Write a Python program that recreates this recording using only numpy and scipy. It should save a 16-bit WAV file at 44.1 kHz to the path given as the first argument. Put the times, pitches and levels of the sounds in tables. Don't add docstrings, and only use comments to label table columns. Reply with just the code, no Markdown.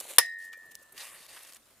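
import sys
import numpy as np
from scipy import signal
from scipy.fft import rfft, irfft, next_fast_len
from scipy.io import wavfile
from scipy.ndimage import uniform_filter1d, map_coordinates

SR = 44100
rng = np.random.default_rng(int(sys.argv[2]) if len(sys.argv) > 2 else 0)


def digitize_waveform(pressure):
    field = np.atleast_2d(pressure).T
    bounded = np.clip(field, -1, 1)
    quanta = np.round(bounded * 32767).astype(np.int16)
    wavfile.write(sys.argv[1], SR, quanta)


def attenuation_scalar(level_db):
    decades = np.asarray(level_db, float) / 20
    return 10 ** decades


N = 79380
HIT_S = .1822
RISE_S, HOLD_S = .0012, .003


def unit(x):
    return x / np.sqrt(np.mean(x ** 2) + 1e-20)


def along(points, hz):
    f, v = np.transpose(points)
    return np.interp(np.log(hz + 1), np.log(f + 1), v)


def filtered(x, response):
    n = x.shape[-1]
    m = next_fast_len(n + 8192)
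    return irfft(rfft(x, m) * response(np.fft.rfftfreq(m, 1 / SR)), m)[..., :n]


def resonances(peaks):
    def response(f):
        total = 0
        for k, (centre, width, db) in enumerate(peaks):
            damping = 1j * f * width
            total = total + (-1) ** k * attenuation_scalar(db) * damping / (centre * centre - f * f + damping)
        return total
    return response


def wobble(rate):
    knots = rng.standard_normal(int(N * rate / SR) + 4)
    return map_coordinates(knots, [np.arange(N) * rate / SR])


def pair(noise, spectrum, alike):
    def mid_side(hz):
        turn = np.arccos(np.clip(along(alike, hz), -1, 1)) / 2
        return attenuation_scalar(along(spectrum, hz)) * [np.cos(turn), np.sin(turn)]
    mid, side = filtered(noise, mid_side)
    return unit(np.array([mid + side, mid - side]))


def level(rows):
    s, db = np.transpose(rows)
    return attenuation_scalar(np.interp(np.arange(N) / SR, s, db, left=-120, right=-120))


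def gritty(grit_db, patchy_db):
    z = signal.stft(rng.standard_normal((2, N)), nperseg=256)[2]
    field = uniform_filter1d(rng.standard_normal(z.shape[1:]), size=4, axis=0)
    field = uniform_filter1d(field, size=25, axis=1)
    noise = signal.istft(z * attenuation_scalar(patchy_db * unit(field)), nperseg=256)[1][:, :N]
    grains = attenuation_scalar(grit_db * wobble(700) + .4 * grit_db * wobble(80))
    return unit(grains) * noise


# (f/Hz, left-right likeness)
BLOW_LIKENESS = [(300, 1), (1500, 0.96), (3000, .7), (5000, 0.0082), (12000, 0.029)]


def dying(spectrum, t60s, hold_s):
    t = np.arange(SR // 2) / SR
    noise = pair(rng.standard_normal((2, len(t))), spectrum, BLOW_LIKENESS)
    centres = np.geomspace(250, 16000, num=7)
    total = 0
    for k, centre in enumerate(centres):
        weights = list(zip(centres, np.arange(len(centres)) == k))
        band = filtered(noise, lambda f: along(weights, f))
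        total = total + band * attenuation_scalar(-60 * np.maximum(t - hold_s, 0) / along(t60s, centre))
    return total


# (f/Hz, level/dB)
CRACK_TONE = [(35, -59), (60, -38.5), (1230, 4), (2720, -5.5), (5100, -5), (7410, -15.5), (9790, 1),
              (11800, -2.5), (15600, -22.5)]
# (f/Hz, t60/s)
CRACK_DECAY = [(300, 0.058), (2000, 0.044), (10000, 0.058)]
# (f/Hz, width/Hz, level/dB)
MESH_WIRES = [(3220, 260, -4.5), (3840, 90, -2.5), (5340, 290, 2.5), (5820, 67, -5), (9560, 340, -8),
              (9840, 97, -1.5), (10800, 110, -11), (11800, 120, -8.5)]
# (f/Hz, level/dB)
RATTLE_TONE = [(120, -78), (200, -46), (654, -27.5), (1510, -32.5), (1810, -3), (2220, -21), (5130, -21.5),
               (9710, -23.5), (15600, -35)]
# (f/Hz, t60/s)
RATTLE_DECAY = [(500, 0.26), (3000, 0.18), (12000, 0.18)]
# (f/Hz, level/dB)
SLAP_TONE = [(300, -42), (1500, -13), (4000, -8.5), (7000, -15), (10000, -0.5), (12000, -3), (16000, -24)]
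# (f/Hz, left over right/dB)
BLOW_BALANCE = [(60, -10.5), (110, -4), (200, 1), (380, -4), (700, 4), (1290, -4.5), (2380, -0.5),
                (4400, 1), (8120, 5.5), (15000, -6)]


def puck_blow():
    t = np.arange(SR // 2) / SR
    rise = np.minimum(t / RISE_S, 1) ** 2
    crack = attenuation_scalar(-14) * rise * dying(CRACK_TONE, CRACK_DECAY, RISE_S + HOLD_S)
    wires = attenuation_scalar(-1) * filtered(rise * dying([(100, 0)], CRACK_DECAY, RISE_S), resonances(MESH_WIRES))
    rattle = attenuation_scalar(-25 + 0.42 * wobble(250)[:len(t)]) * rise * dying(RATTLE_TONE, RATTLE_DECAY, 0)
    slap_s, slap_t60 = .0017, .006
    slap_hold_s = np.array([[.0034], [.0022]])
    slap = (t > slap_s) * attenuation_scalar(-4 - 60 * np.maximum(t - slap_s - slap_hold_s, 0) / slap_t60)
    slap = slap * pair(rng.standard_normal((2, len(t))), SLAP_TONE, BLOW_LIKENESS)
    blow = filtered(crack + wires + rattle + slap,
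                    lambda hz: attenuation_scalar(along(BLOW_BALANCE, hz) * [[.5], [-.5]]))
    out = np.zeros((2, N))
    out[:, round(HIT_S * SR):][:, :len(t)] = (rise > 0) * blow
    return out


# (f/Hz, level/dB, t60/s, delay/s)
LONG_RING = [
    (1767.5, -41.5, 2.85, .000142),
    (1858.4, -32, 1.5, .000197),
]
# (f/Hz, level/dB, t60/s, delay/s)
FRAME_MODES = [(1806, -52.5, 1.2, 0.002), (1910, -38, 0.24, 0.012), (2019, -44.5, 0.87, 0.0037),
               (499, -26, .06, 0.0034), (685, -54, .55, 0.0038), (935, -20.5, 0.044, 0),
               (1166.5, -18, 0.052, 0), (1350, -21, 0.036, 0.0012), (3900, -46.5, 0.5, 0.0016),
               (5070, -35, .3, 0), (5290, -27, 0.15, 0.00099), (9800, -21.5, .12, 0.0023)]


def frame_ring():
    u = np.maximum(np.arange(N) / SR - HIT_S, 0)
    lead_s = .00004 * np.array([[.5], [-.5]])
    ring = np.zeros((2, N))
    for hz, db, t60, late in LONG_RING + FRAME_MODES:
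        decay = attenuation_scalar(db - 60 * u / t60 * (1 + (u / 1.15) ** 2))
        tone = decay * np.sin(2 * np.pi * hz * (u - late + lead_s))
        if 600 < hz < 800 or hz > 3000:
            tone = tone * np.array([wobble(0.066 * hz), wobble(0.066 * hz)])
        ring += tone
    return ring * (1 - np.exp(-u / 0.00052))


# (f/Hz, left-right likeness)
ICE_LIKENESS = [(500, 0.99), (1500, 1), (3200, 1), (4800, 0.55), (7000, .88), (9500, 0.73), (13000, 0.14)]


def chip(hz, octaves, length):
    tone = [(hz / 8, -26 / octaves), (hz / 2, -8 / octaves), (hz, 0),
            (hz * 2, -8 / octaves), (hz * 8, -40 / octaves)]
    noise = pair(rng.standard_normal((2, length)), tone, ICE_LIKENESS)
    low_hz = min(250, hz / 2)
    return filtered(noise, lambda f: 1 / (1 + (low_hz / (f + 1)) ** 4))


# (t/s, peak level/dB, f/Hz, t60/s, width/octaves)
ICE_TICKS = [(.002, -20.5, 8700, 0.016, 0.7), (.007, -26.5, 9500, 0.017, .7), (.008, -34, 606, 0.021, 0.77),
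             (0.053, -41, 675, 0.033, 0.98), (0.1611, -29.5, 12440, 0.014, 0.34),
             (.190, -16, 10000, 0.024, 0.39), (0.1939, -17, 2200, 0.013, 0.85),
             (0.259, -43, 7000, .04, 1.7), (.385, -48, 9500, .08, .8), (0.5292, -41.5, 3000, 0.063, 4.1),
             (.534, -41.5, 1680, 0.049, 0.33), (.572, -47, 11500, 0.035, 0.51),
             (.745, -49, 7200, 0.036, 2.2), (0.7511, -38, 5000, 0.013, 2),
             (0.753, -19.5, 7550, 0.0056, 1.6), (.757, -35.5, 8940, .008, 1.8), (.814, -53, 10000, .015, 1),
             (0.966, -45, 3000, 0.027, 2.6), (0.9778, -32.5, 4170, 0.039, 1.4),
             (1.2642, -37, 9000, 0.011, 3.1), (1.4481, -41, 2490, 0.036, 2.8),
             (1.5232, -35.5, 5000, 0.014, 3), (1.534, -32, 9000, .008, 2.5),
             (1.5583, -40.5, 6060, .008, 3.3), (1.5663, -37.5, 7000, 0.016, 3.3)]
# (middle t/s, peak level/dB, f/Hz, half length/s, width/octaves)
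ICE_CRUNCHES = [(.451, -47, 10500, .012, 2), (0.661, -55.5, 11130, .02, 0.51),
                (.718, -45, 10380, .016, 3.1), (.83, -50, 11000, .014, 0.83),
                (0.926, -44.5, 11470, .012, 0.4), (0.946, -55.5, 393, 0.033, 1.4),
                (1.012, -41.5, 4000, 0.045, 0.58), (1.371, -44.5, 1520, .024, 1.5),
                (0.429, -56, 4000, .015, 2), (1.406, -50, 1190, .012, 1.5), (1.433, -44, 10200, .01, .6),
                (1.475, -48, 6000, 0.011, 2.45), (1.495, -49, 3970, 0.015, 3.3),
                (1.548, -43, 8070, .008, 0.43)]


def ticks():
    out, t = np.zeros((2, N + SR)), np.arange(SR // 8) / SR
    for s, db, hz, t60, octaves in ICE_TICKS:
        envelope = attenuation_scalar(db - 4.5 - 60 * t / t60) * (1 - np.exp(-t / 0.00048))
        out[:, round(s * SR):][:, :len(t)] += envelope * chip(hz, octaves, len(t))
    for s, db, hz, length, octaves in ICE_CRUNCHES:
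        swell = np.sin(np.pi * np.minimum(t / (2 * length), 1)) ** 4
        out[:, round((s - length) * SR):][:, :len(t)] += attenuation_scalar(db - 5) * swell * chip(hz, octaves, len(t))
    return out[:, :N]


# (t/s, extra delay/s, gain)
ICE_ECHO = [(1.095, .000112, 0), (1.125, .000105, .7), (1.15, .00009, .6), (1.18, .000082, 0)]


def mirrored(x):
    n = np.arange(N)
    s, delay_s, gain = np.transpose(ICE_ECHO)
    late = n - SR * np.interp(n / SR, s, delay_s)
    echo = np.array([map_coordinates(c, [late]) for c in x])
    return x + np.interp(n / SR, s, gain) * echo


# (t/s, level/dB)
SCRAPE_LEVEL = [(.935, -71.5), (.968, -52), (1.01, -44.5), (1.07, -47), (1.12, -52.5), (1.258, -52.5),
                (1.266, -57), (1.279, -62.5), (1.284, -51), (1.36, -50.5), (1.5, -54), (1.515, -58.5),
                (1.565, -54), (1.58, -66)]
# (f/Hz, level/dB)
RUB_TONE = [(100, -53), (350, -20), (757, -15), (1880, -11.5), (3600, -10.5), (13000, -12.5), (14000, -18),
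            (15600, -17.5)]
# (f/Hz, width/Hz, level/dB)
STICK_MODES = [(544, 135, 0), (1140, 110, -1), (1863, 170, 2), (2390, 110, -3), (2710, 110, -1.5),
               (3700, 150, -4), (4573, 340, -6.5), (9340, 1200, -4.5), (12400, 700, -5)]


def stick_scrape():
    rub = pair(gritty(grit_db=1.68, patchy_db=1.46), RUB_TONE, ICE_LIKENESS)
    shaft = resonances(STICK_MODES)
    scrape = filtered(mirrored(rub), lambda f: 1 + attenuation_scalar(10.5) * np.abs(shaft(f)))
    return level(SCRAPE_LEVEL) * unit(scrape)


# (t/s, level/dB)
GLIDE_LEVEL = [
    (0, -41),
    (.024, -50.5),
    (.06, -47.5),
    (.108, -44),
    (.15, -49.5),
    (.163, -50),
    (.175, -52.5),
]
# (f/Hz, level/dB)
GLIDE_COLOUR = [(120, -54), (200, -22), (555, -6), (925, -13), (4350, -9), (4950, -22), (7120, -8),
                (12300, -9.5), (15600, -22)]
# (t/s, level/dB)
SHUFFLE_LEVEL = [(.27, -68), (.345, -58.5), (.358, -85), (.384, -97), (.39, -61), (.47, -64), (.495, -67.5),
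                 (.503, -94), (.64, -99), (.68, -78.5), (.95, -69.5)]
# (f/Hz, level/dB)
SHUFFLE_COLOUR = [(1470, -45), (2500, -8.5), (3780, -8), (6270, -7.5), (9400, -5), (15600, -10)]


def skates():
    glide = level(GLIDE_LEVEL) * pair(gritty(grit_db=3, patchy_db=1.0), GLIDE_COLOUR, ICE_LIKENESS)
    shuffle = pair(gritty(grit_db=4.0, patchy_db=1.5), SHUFFLE_COLOUR, ICE_LIKENESS)
    return glide + level(SHUFFLE_LEVEL) * attenuation_scalar(3.6 * wobble(21)) * shuffle


# (t/s, peak level/dB, f/Hz, t60/s)
DULL_KNOCKS = [
    (.098, -46, 550, 0.11),
    (.5725, -48, 525, 0.021),
    (.8155, -51.5, 550, 0.032),
    (.535, -52, 2370, 0.12),
]


def knocks():
    s, db, hz, t60 = np.transpose(DULL_KNOCKS)[:, :, None]
    u = np.maximum(np.arange(N) / SR - s, 0)
    tones = attenuation_scalar(db - 60 * u / t60) * (1 - np.exp(-u * hz)) * np.sin(2 * np.pi * hz * u)
    return tones.sum(axis=0)


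# (f/Hz, level/dB)
AIR_TONE = [(15, -41), (25, -10.5), (724, -5), (785, -11), (1060, -7), (3640, -12), (5760, -14), (8620, -9),
            (15600, -16)]
# (f/Hz, left-right likeness)
AIR_LIKENESS = [(50, 0.66), (500, .85), (2200, 0.78), (5000, 0.29), (10000, 0.14)]


def air():
    u = np.arange(N) / SR - HIT_S
    duck_db = -9 * (u > -.015) * np.exp(-(np.maximum(u, 0) / 0.24) ** 2)
    hush = pair(gritty(grit_db=1.5, patchy_db=2.0), AIR_TONE, AIR_LIKENESS)
    wind_duck_db = -12 * (u > 0) * np.exp(-(u / .17) ** 4)
    wind_tone = [(20, -3.0), (50, -3.5), (120, -2.5), (300, -41.0)]  # (f/Hz, level/dB)
    wind = pair(rng.standard_normal((2, N)), wind_tone, AIR_LIKENESS)
    wind = attenuation_scalar(-27 + 4 * wobble(14) + wind_duck_db) * wind
    return attenuation_scalar(-62.5 + duck_db) * (hush + wind)


def scene():
    fence = puck_blow() + frame_ring()
    on_ice = ticks() + stick_scrape() + skates() + knocks()
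    return fence + on_ice + air()


def top_cut(x):
    return signal.sosfilt(signal.butter(12, 15740, fs=SR, output="sos"), x)


def record(dry):
    top, knee = 0.91, 6
    clipped = dry / (1 + np.abs(dry / top) ** knee) ** (1 / knee)
    loud = uniform_filter1d(1. * (np.abs(dry) > .3), size=900) > 0
    bass = filtered(clipped * loud, lambda hz: 1 / (1 + (hz / 122) ** 2))
    mix = filtered(clipped - bass * loud, lambda hz: 1 / (1 + (hz / 15500) ** 80))
    return top_cut(mix)


dry = scene()
out = record(dry)
digitize_waveform(out)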